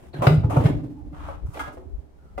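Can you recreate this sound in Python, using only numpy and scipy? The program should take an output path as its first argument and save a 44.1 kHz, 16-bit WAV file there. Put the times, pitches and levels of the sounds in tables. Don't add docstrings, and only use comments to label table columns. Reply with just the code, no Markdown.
import sys
import numpy as np
from scipy import signal
from scipy.fft import rfft, irfft
from scipy.io import wavfile
from scipy.ndimage import uniform_filter1d

SR = 44100
rng = np.random.default_rng(int(sys.argv[2]) if len(sys.argv) > 2 else 0)


def undo_db(level):
    steps = np.asarray(level, float) / 20
    return 10 ** steps


def unload_wav(signal):
    wavfile.write(
        sys.argv[1],
        SR,
        np.round(np.clip(np.atleast_2d(signal).T, -1, 1) * 32767).astype(np.int16),
    )


N = 105840


def evened(x):
    return x / np.sqrt(np.mean(x ** 2) + 1e-20)


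def wander(shape, window):
    return evened(uniform_filter1d(rng.standard_normal(shape), window))


def read(points, hz):
    f, value = np.transpose(points)
    return np.interp(np.log(hz + 1), np.log(f + 1), value)


def add(mix, s, sound):
    part = mix[..., round(s * SR):][..., :sound.shape[-1]]
    part += sound[..., :part.shape[-1]]


def colour(x, points):
    hz = np.fft.rfftfreq(x.shape[-1], 1 / SR)
    low_edge = 1 / (1 + (points[0][0] / (hz + 1)) ** 4)
    high_edge = 1 / (1 + (hz / points[-1][0] / 2) ** 4)
    return evened(irfft(rfft(x) * undo_db(read(points, hz)) * low_edge * high_edge, x.shape[-1]))


def rings(modes, seconds, pitch=1):
    t = np.arange(round(seconds * SR)) / SR
    total = np.zeros((2, len(t)))
    for hz, db, t60 in modes:
        start, side = rng.random(2)
        phase = start + np.array([[0], [np.sign(side - .5) / 4]])
        total += undo_db(db - 60 * t / t60) * np.sin(2 * np.pi * (hz * pitch * t + phase))
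    return total


# frequency in Hz, left-right correlation.
LIKENESS = [(180, 0.82), (300, 0.81), (600, 0.014), (3000, -0.082)]


def pair(x):
    same = np.clip(read(LIKENESS, np.fft.rfftfreq(N, 1 / SR)), -1, 1)
    a, b = rfft(x)
    return irfft(np.array([a, same * a + np.sqrt(1 - same ** 2) * b]), N)


# frequency in Hz, level in dB per Hz.
TOWN_TONE = [(100, 5.5), (280, -9.5), (800, -10.5), (1100, -18.5), (3050, -31.5), (15600, -41.5)]


def distant_town():
    level_db = -58 + wander(N, 6000)
    return undo_db(level_db) * colour(rng.standard_normal((2, N)), TOWN_TONE)


# time in seconds, gust level in dB.
WIND_LEVEL = [(0, -53.5), (.3, -57.5), (1.02, -48.5), (1.2, -41), (1.45, -44), (1.58, -50), (1.75, -46.5),
              (2.05, -51), (2.25, -58), (2.4, -39)]
# frequency in Hz, level in dB per Hz.
WIND_TONE = [(20, 6), (45, -1.5), (70, 8.5), (103, -7), (140, -9), (250, -16.5)]
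# centre in seconds, level in dB, frequency in Hz, left minus right in dB.
BUFFETS = [(0.771, -30.5, 53, 22), (1.024, -38.5, 76, -16.5), (1.251, -30.5, 70, -4),
           (1.454, -23.5, 64, -8), (1.491, -25, 111, 0), (1.678, -39, 61.7, 3), (1.685, -34, 128, 1),
           (0.029, -42.5, 140, -1), (1.661, -45, 400, 0), (1.745, -41, 390, -9), (1.783, -38, 67, -3),
           (1.948, -30.5, 45, 19.5), (1.991, -31.5, 60.6, -16), (2.372, -36, 56.1, 17)]


def wind():
    t = np.arange(N) / SR
    lumps = evened(uniform_filter1d(uniform_filter1d(rng.standard_normal((2, N)), 1500), 1500))
    pressure = colour(rng.standard_normal((2, N)) * undo_db(4.8 * lumps), WIND_TONE)
    out = pressure * undo_db(np.interp(t, *np.transpose(WIND_LEVEL)) + 6.0)
    for s, db, hz, pan_db in BUFFETS:
        cycles = (t - s) * hz
        pan = undo_db([[pan_db / 2], [-pan_db / 2]])
        swing = np.sin(2 * np.pi * cycles + np.array([[0], [1.2]]))
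        out += undo_db(db) * pan * np.exp(-(cycles / 0.82) ** 2) * swing
    return out


# frequency in Hz, t60 in seconds.
YARD_WALLS = [(150, 0.72), (500, 0.37), (1500, 0.3), (4000, 0.37), (9000, 0.25)]


def echoes(x):
    first, spacing, length = 300, 20, SR // 2
    taps = np.zeros((2, length))
    at = np.arange(first, length - spacing, spacing)
    at = at + rng.integers(0, spacing, (2, len(at)))
    np.put_along_axis(taps, at, rng.choice([-1., 1.], at.shape), 1)
    hz, t, z = signal.stft(taps, SR, nperseg=256)
    dying = undo_db(-60 * t / read(YARD_WALLS, hz)[:, None])
    tail = signal.istft(z * dying, SR, nperseg=256)[1]
    return signal.fftconvolve(x, tail / np.linalg.norm(tail[0]), axes=1)[:, :N]


# frequency in Hz, level in dB, t60 in seconds.
SHELL = [(224.4, -4, 0.89), (331.3, -8, 0.78), (256.94, -1.5, 2.11), (264.9, -3, 1.55), (288.8, -1.5, 1.31),
         (302.4, -8, 2.3), (366.9, -1, 0.4)]
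# time in seconds, coupling in dB.
LEAN = [(.25, -12.5), (0.419, -4), (.5, 0), (.75, 0), (0.899, 6), (1.119, 4), (1.25, -8), (1.55, -3),
        (1.75, 8)]


def drum_hum(tub, booms):
    shaking = abs(booms) * rng.standard_normal((2, N)) + tub
    shaking = shaking * undo_db(np.interp(np.arange(N) / SR, *np.transpose(LEAN)))
    hum = signal.fftconvolve(shaking, rings(SHELL, 1.1), axes=1)[:, :N]
    return undo_db(-53) * hum * undo_db(2.7 * wander(N, SR // 50))


# start in seconds, level in dB, frequency in Hz, t60 in seconds.
TOUCH = (1.81, -47, 399, 1.1)


def drum_touch():
    s, level_db, hz, t60 = TOUCH
    rise = np.minimum(np.arange(SR // 2) / SR / .03, 1)
    return s, rings([(hz, level_db, t60)], .5) * rise


# frequency in Hz, level in dB, t60 in seconds.
DRUM_RIM = [(1179, -1, .1), (1290, -2, .1), (1416, -4, .12), (1647, -8, .3), (2083, -4, .07),
            (3300, -8, .04)]


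def drum_rattle():
    brush = rng.standard_normal((2, round(0.016 * SR)))
    ring = signal.fftconvolve(brush, rings(DRUM_RIM, .5), axes=1)
    return 1.593, undo_db(-27.5) * ring / abs(ring).max() * 2


# start in seconds, length in seconds, level in dB, first Hz, last Hz.
SQUEAKS = [
    (.13, 0.0306, -50, 4050, 4126),
    (.14, 0.035, -45, 1726, 1550),
    (.95, 0.094, -52.5, 863, 805),
    (2.17, 0.18, -66, 1400, 1334),
]


def squeak(s, length, level_db, hz, end_hz):
    u = np.linspace(0, 1, round(length * SR))
    fuzz = wander((2, len(u)), 150)
    turns = np.cumsum(hz + (end_hz - hz) * u + 0.045 * hz * fuzz, axis=1) / SR
    return s, undo_db(level_db) * np.sqrt(abs(np.sin(np.pi * u))) * np.sin(2 * np.pi * turns)


# start and length in seconds, level in dB, grit in dB, rise in seconds.
BRUSHES = [(1.128, 0.2284, -49, -2, 0.032), (1.19, 0.099, -53, -6, 0.019), (1.455, 0.079, -60, 12, 0.0059),
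           (1.525, 0.078, -49.5, 11.5, 0.014), (1.593, 0.026, -34, 3, 0.0037),
           (1.63, 0.053, -44.5, -0.5, 0.0066), (1.72, 0.029, -58.5, 15, 0.0091)]
# frequency in Hz, level in dB.
BRUSH_BODY = [(350, -14), (700, 6), (1350, 6.5), (1800, -6.5), (3300, -13.5), (6000, -33), (12000, -54)]
# start and length in seconds, level in dB, grit in dB, rise in seconds.
DRAGS = [(.13, 0.096, -41.5, -7.5, 0.0096), (.219, 0.05, -26.5, -1, 0.0023),
         (.275, 0.076, -43.5, 9, 0.0049), (.498, 0.17, -35.5, -5.5, 0.0022), (.636, 0.062, -37, 0, 0.0042),
         (0, 0.092, -53, 3, 0.0012)]
# frequency in Hz, level in dB.
DRAG_BODY = [(200, 5.5), (300, 5.5), (616, 0.5), (1350, -13.5), (1550, -12), (3400, -21), (6000, -44),
             (12000, -46)]
# start and length in seconds, level in dB, grit in dB, rise in seconds.
SCUFFS = [(.2, .018, -35.5, -17, 0.012), (.219, 0.023, -22.5, -11.5, 0.0039),
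          (.243, .014, -26, -15, 0.0033), (.428, 0.02, -34.5, -33, 0.0084),
          (.497, 0.035, -28.5, -4, 0.0024), (.535, 0.044, -41, -22, 0.0032),
          (.562, 0.019, -27.5, -6, 0.0043), (1.28, 0.035, -43, -6, 0.0017), (1.77, 0.071, -57, -5, .005)]
# frequency in Hz, level in dB.
SCUFF_BODY = [(400, 0), (650, 6), (950, -2), (1350, -6), (1600, -28.5), (2600, -22.5), (4000, -52),
              (9000, -71)]
# frequency in Hz, level in dB per Hz.
GRIT = [(4000, -6), (5200, 1), (9070, 1.5), (15600, -6.5)]


def rim_grind(strokes, body_tone):
    slips_per_s, release_s, grit_level_db = 5500, 0.0068, -20.5
    t = np.arange(N) / SR
    size = undo_db(2.85 * np.minimum(rng.exponential(1, (2, N)), 3))
    slips = size * (rng.random((2, N)) < slips_per_s / SR) * rng.standard_normal((2, N))
    slips = slips * undo_db(1.7 * wander(N, SR // 100))
    body = colour(slips, body_tone)
    grit = colour(1.1 * evened(slips) + rng.standard_normal((2, N)), GRIT)
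    out = np.zeros((2, N))
    for s, length, level_db, grit_db, rise in strokes:
        stroke = np.clip((t - s) / rise, 0, 1) * np.exp(-np.maximum(t - s - length, 0) / release_s)
        out += stroke * undo_db(level_db) * (body + undo_db(grit_level_db + grit_db) * grit)
    return out


# (Hz, dB).
CLACKS = [
    (.2685, -13, .0055, [(581, 0), (1000, -6), (1420, -5), (2050, -8), (2710, -17), (3680, -21), (4900, -20)]),
    (.564, -28, .015, [(500, 0), (760, -2), (1150, -6), (1420, -7)]),
    (.655, -28, .012, [(580, 0), (1230, -4), (1800, -8), (3300, -16)]),
    (1.282, -38, .025, [(554, 0), (824, -7), (1140, -3), (1310, -5)]),
    (1.572, -37, .008, [(640, -2), (770, 0), (1000, -6)]),
    (2.376, -44, .02, [(930, 0), (2030, -4), (2450, -8)]),
]


def rim_clack(s, level_db, contact, partials):
    t = np.arange(SR // 20) / SR
    held = np.minimum(t / (.2 * contact), 1) * np.exp(-np.maximum(t - contact, 0) / (.3 * contact))
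    return s, undo_db(level_db) * held * rings([(hz, db, 30 * contact) for hz, db in partials], len(t) / SR)


# start in seconds, level in dB, contact in seconds, pitch factor, hardness in dB.
KNOCKS = [(.268, -7.5, 0.005, 1, 4.5), (.436, -26.5, 0.021, 0.7, -9.5), (.556, -20, 0.017, 1.02, -17),
          (.604, -22, 0.01, .87, -15), (.635, -25.5, 0.0094, 0.85, -3.5), (.654, -20.5, 0.013, 1.05, 4),
          (.697, -27.5, 0.0054, 0.83, 0), (.782, -40.5, 0.027, 1, -4), (.782, -41.5, .03, .92, -19),
          (.833, -38, 0.021, .88, -12), (.86, -37, 0.011, .75, -17), (1.127, -40, 0.015, 1, -4),
          (1.281, -33.5, 0.022, 1.1, -5), (1.543, -34.5, 0.04, 0.965, 4.5), (1.571, -28.5, 0.0057, 1.14, 2),
          (1.668, -31, 0.03, 1.03, -2), (1.77, -32, 0.012, 0.9, -16), (2.376, -20.5, 0.017, 0.99, -6.5)]
# frequency in Hz, level in dB.
WALL = [(430, -6.5), (575, 2), (745, 1), (960, -11.5), (1200, -4.5), (1410, -10), (2050, -8.5),
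        (2700, -17.5), (3680, -35), (4900, -23)]
# frequency in Hz, level in dB per Hz.
CRACK = [(250, -6.5), (600, -7), (1450, -18), (3120, -23.5), (5200, -34.5), (6130, -45.5), (15500, -43.5)]


def wall_knock(crack, s, level_db, contact, pitch, hard_db):
    t = np.arange(SR // 10) / SR
    after = np.maximum(t - contact, 0)
    push = np.minimum(t / 0.00088, 1) * undo_db(-60 * after / 0.057)
    held = np.minimum(t / (0.23 * contact), 1) * undo_db(-60 * after / .03)
    chatter = undo_db(2.5 * wander(len(t), 70))
    modes = [(hz, db + hard_db * 0.35 * np.log2(hz / 600), 450 / hz) for hz, db in WALL]
    wall = rings(modes, len(t) / SR, pitch) * chatter * held
    snap = push * crack[:, round(s * SR / 2):][:, :len(t)]
    return s, undo_db(level_db) * (0.32 * wall + undo_db(2 * hard_db - 17.0) * snap)


# start in seconds, level in dB, pitch in Hz, t60 in seconds.
BOOMS = [(.14, -31.5, 145.5, 0.6), (0.187, -19.5, 132, 0.065), (0.205, -19.5, 144, 0.071),
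         (0.267, -2, 139.8, 0.075), (.303, -10.5, 157.6, 0.7), (0.373, -9, 123, 0.047),
         (0.394, -14, 150.7, 0.03), (0.4408, -6.5, 114.7, 0.054), (0.504, -24, 118.6, 0.54),
         (0.566, -5.5, 140.3, 0.088), (0.596, -12.5, 116.3, 0.085), (.643, -10.5, 135.5, 0.06),
         (.65, -3.5, 139.4, 0.036), (0.69, -15.5, 141.5, 0.053), (.727, -21.5, 126, 0.15),
         (0.748, -33, 101, 0.12), (0.792, -30, 155.8, 0.27), (0.852, -30.5, 132.6, 0.056),
         (1.126, -31.5, 160.6, 0.027)]


def floor_boom(s, level_db, hz, t60, next_s):
    rise_s, glide, glide_s = 0.011, 0.26, 0.0081
    t = np.arange(SR // 2) / SR
    rise = np.sin(np.pi / 2 * np.minimum(t / rise_s, 1)) ** 2
    decay = undo_db(level_db - 60 * np.maximum(t - rise_s, 0) / t60)
    choke = np.exp(-np.maximum(t + s - next_s, 0) / rise_s)
    turns = hz * (t - glide * glide_s * (1 - np.exp(-t / glide_s)))
    return s, rise * decay * choke * np.sin(2 * np.pi * turns) + 1e-12


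def scene():
    air = wind() + pair(distant_town())
    booms = np.zeros(N)
    next_starts = [row[0] for row in BOOMS[1:]] + [N / SR]
    for row, next_s in zip(BOOMS, next_starts):
        add(booms, *floor_boom(*row, next_s))
    tub = rim_grind(DRAGS, DRAG_BODY) + rim_grind(BRUSHES, BRUSH_BODY)
    add(tub, *drum_rattle())
    add(tub, *drum_touch())
    for row in SQUEAKS:
        add(tub, *squeak(*row))
    crack = colour(rng.standard_normal((2, N)), CRACK)
    for row in KNOCKS:
        add(tub, *wall_knock(crack, *row))
    hum = drum_hum(tub, booms)
    tub = tub + rim_grind(SCUFFS, SCUFF_BODY)
    for row in CLACKS:
        add(tub, *rim_clack(*row))
    wet = undo_db(-5.5) * echoes(tub + 0.43 * booms)
    return air + booms * undo_db([[-.3], [.3]]) + pair(tub + hum + wet)


def low_pass(x):
    return signal.sosfilt(signal.butter(12, 15720, fs=SR, output="sos"), x)


def record(dry):
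    mix = 1.282 * np.tanh(dry / 1.29)
    return low_pass(mix)


dry = scene()
out = record(dry)
unload_wav(out)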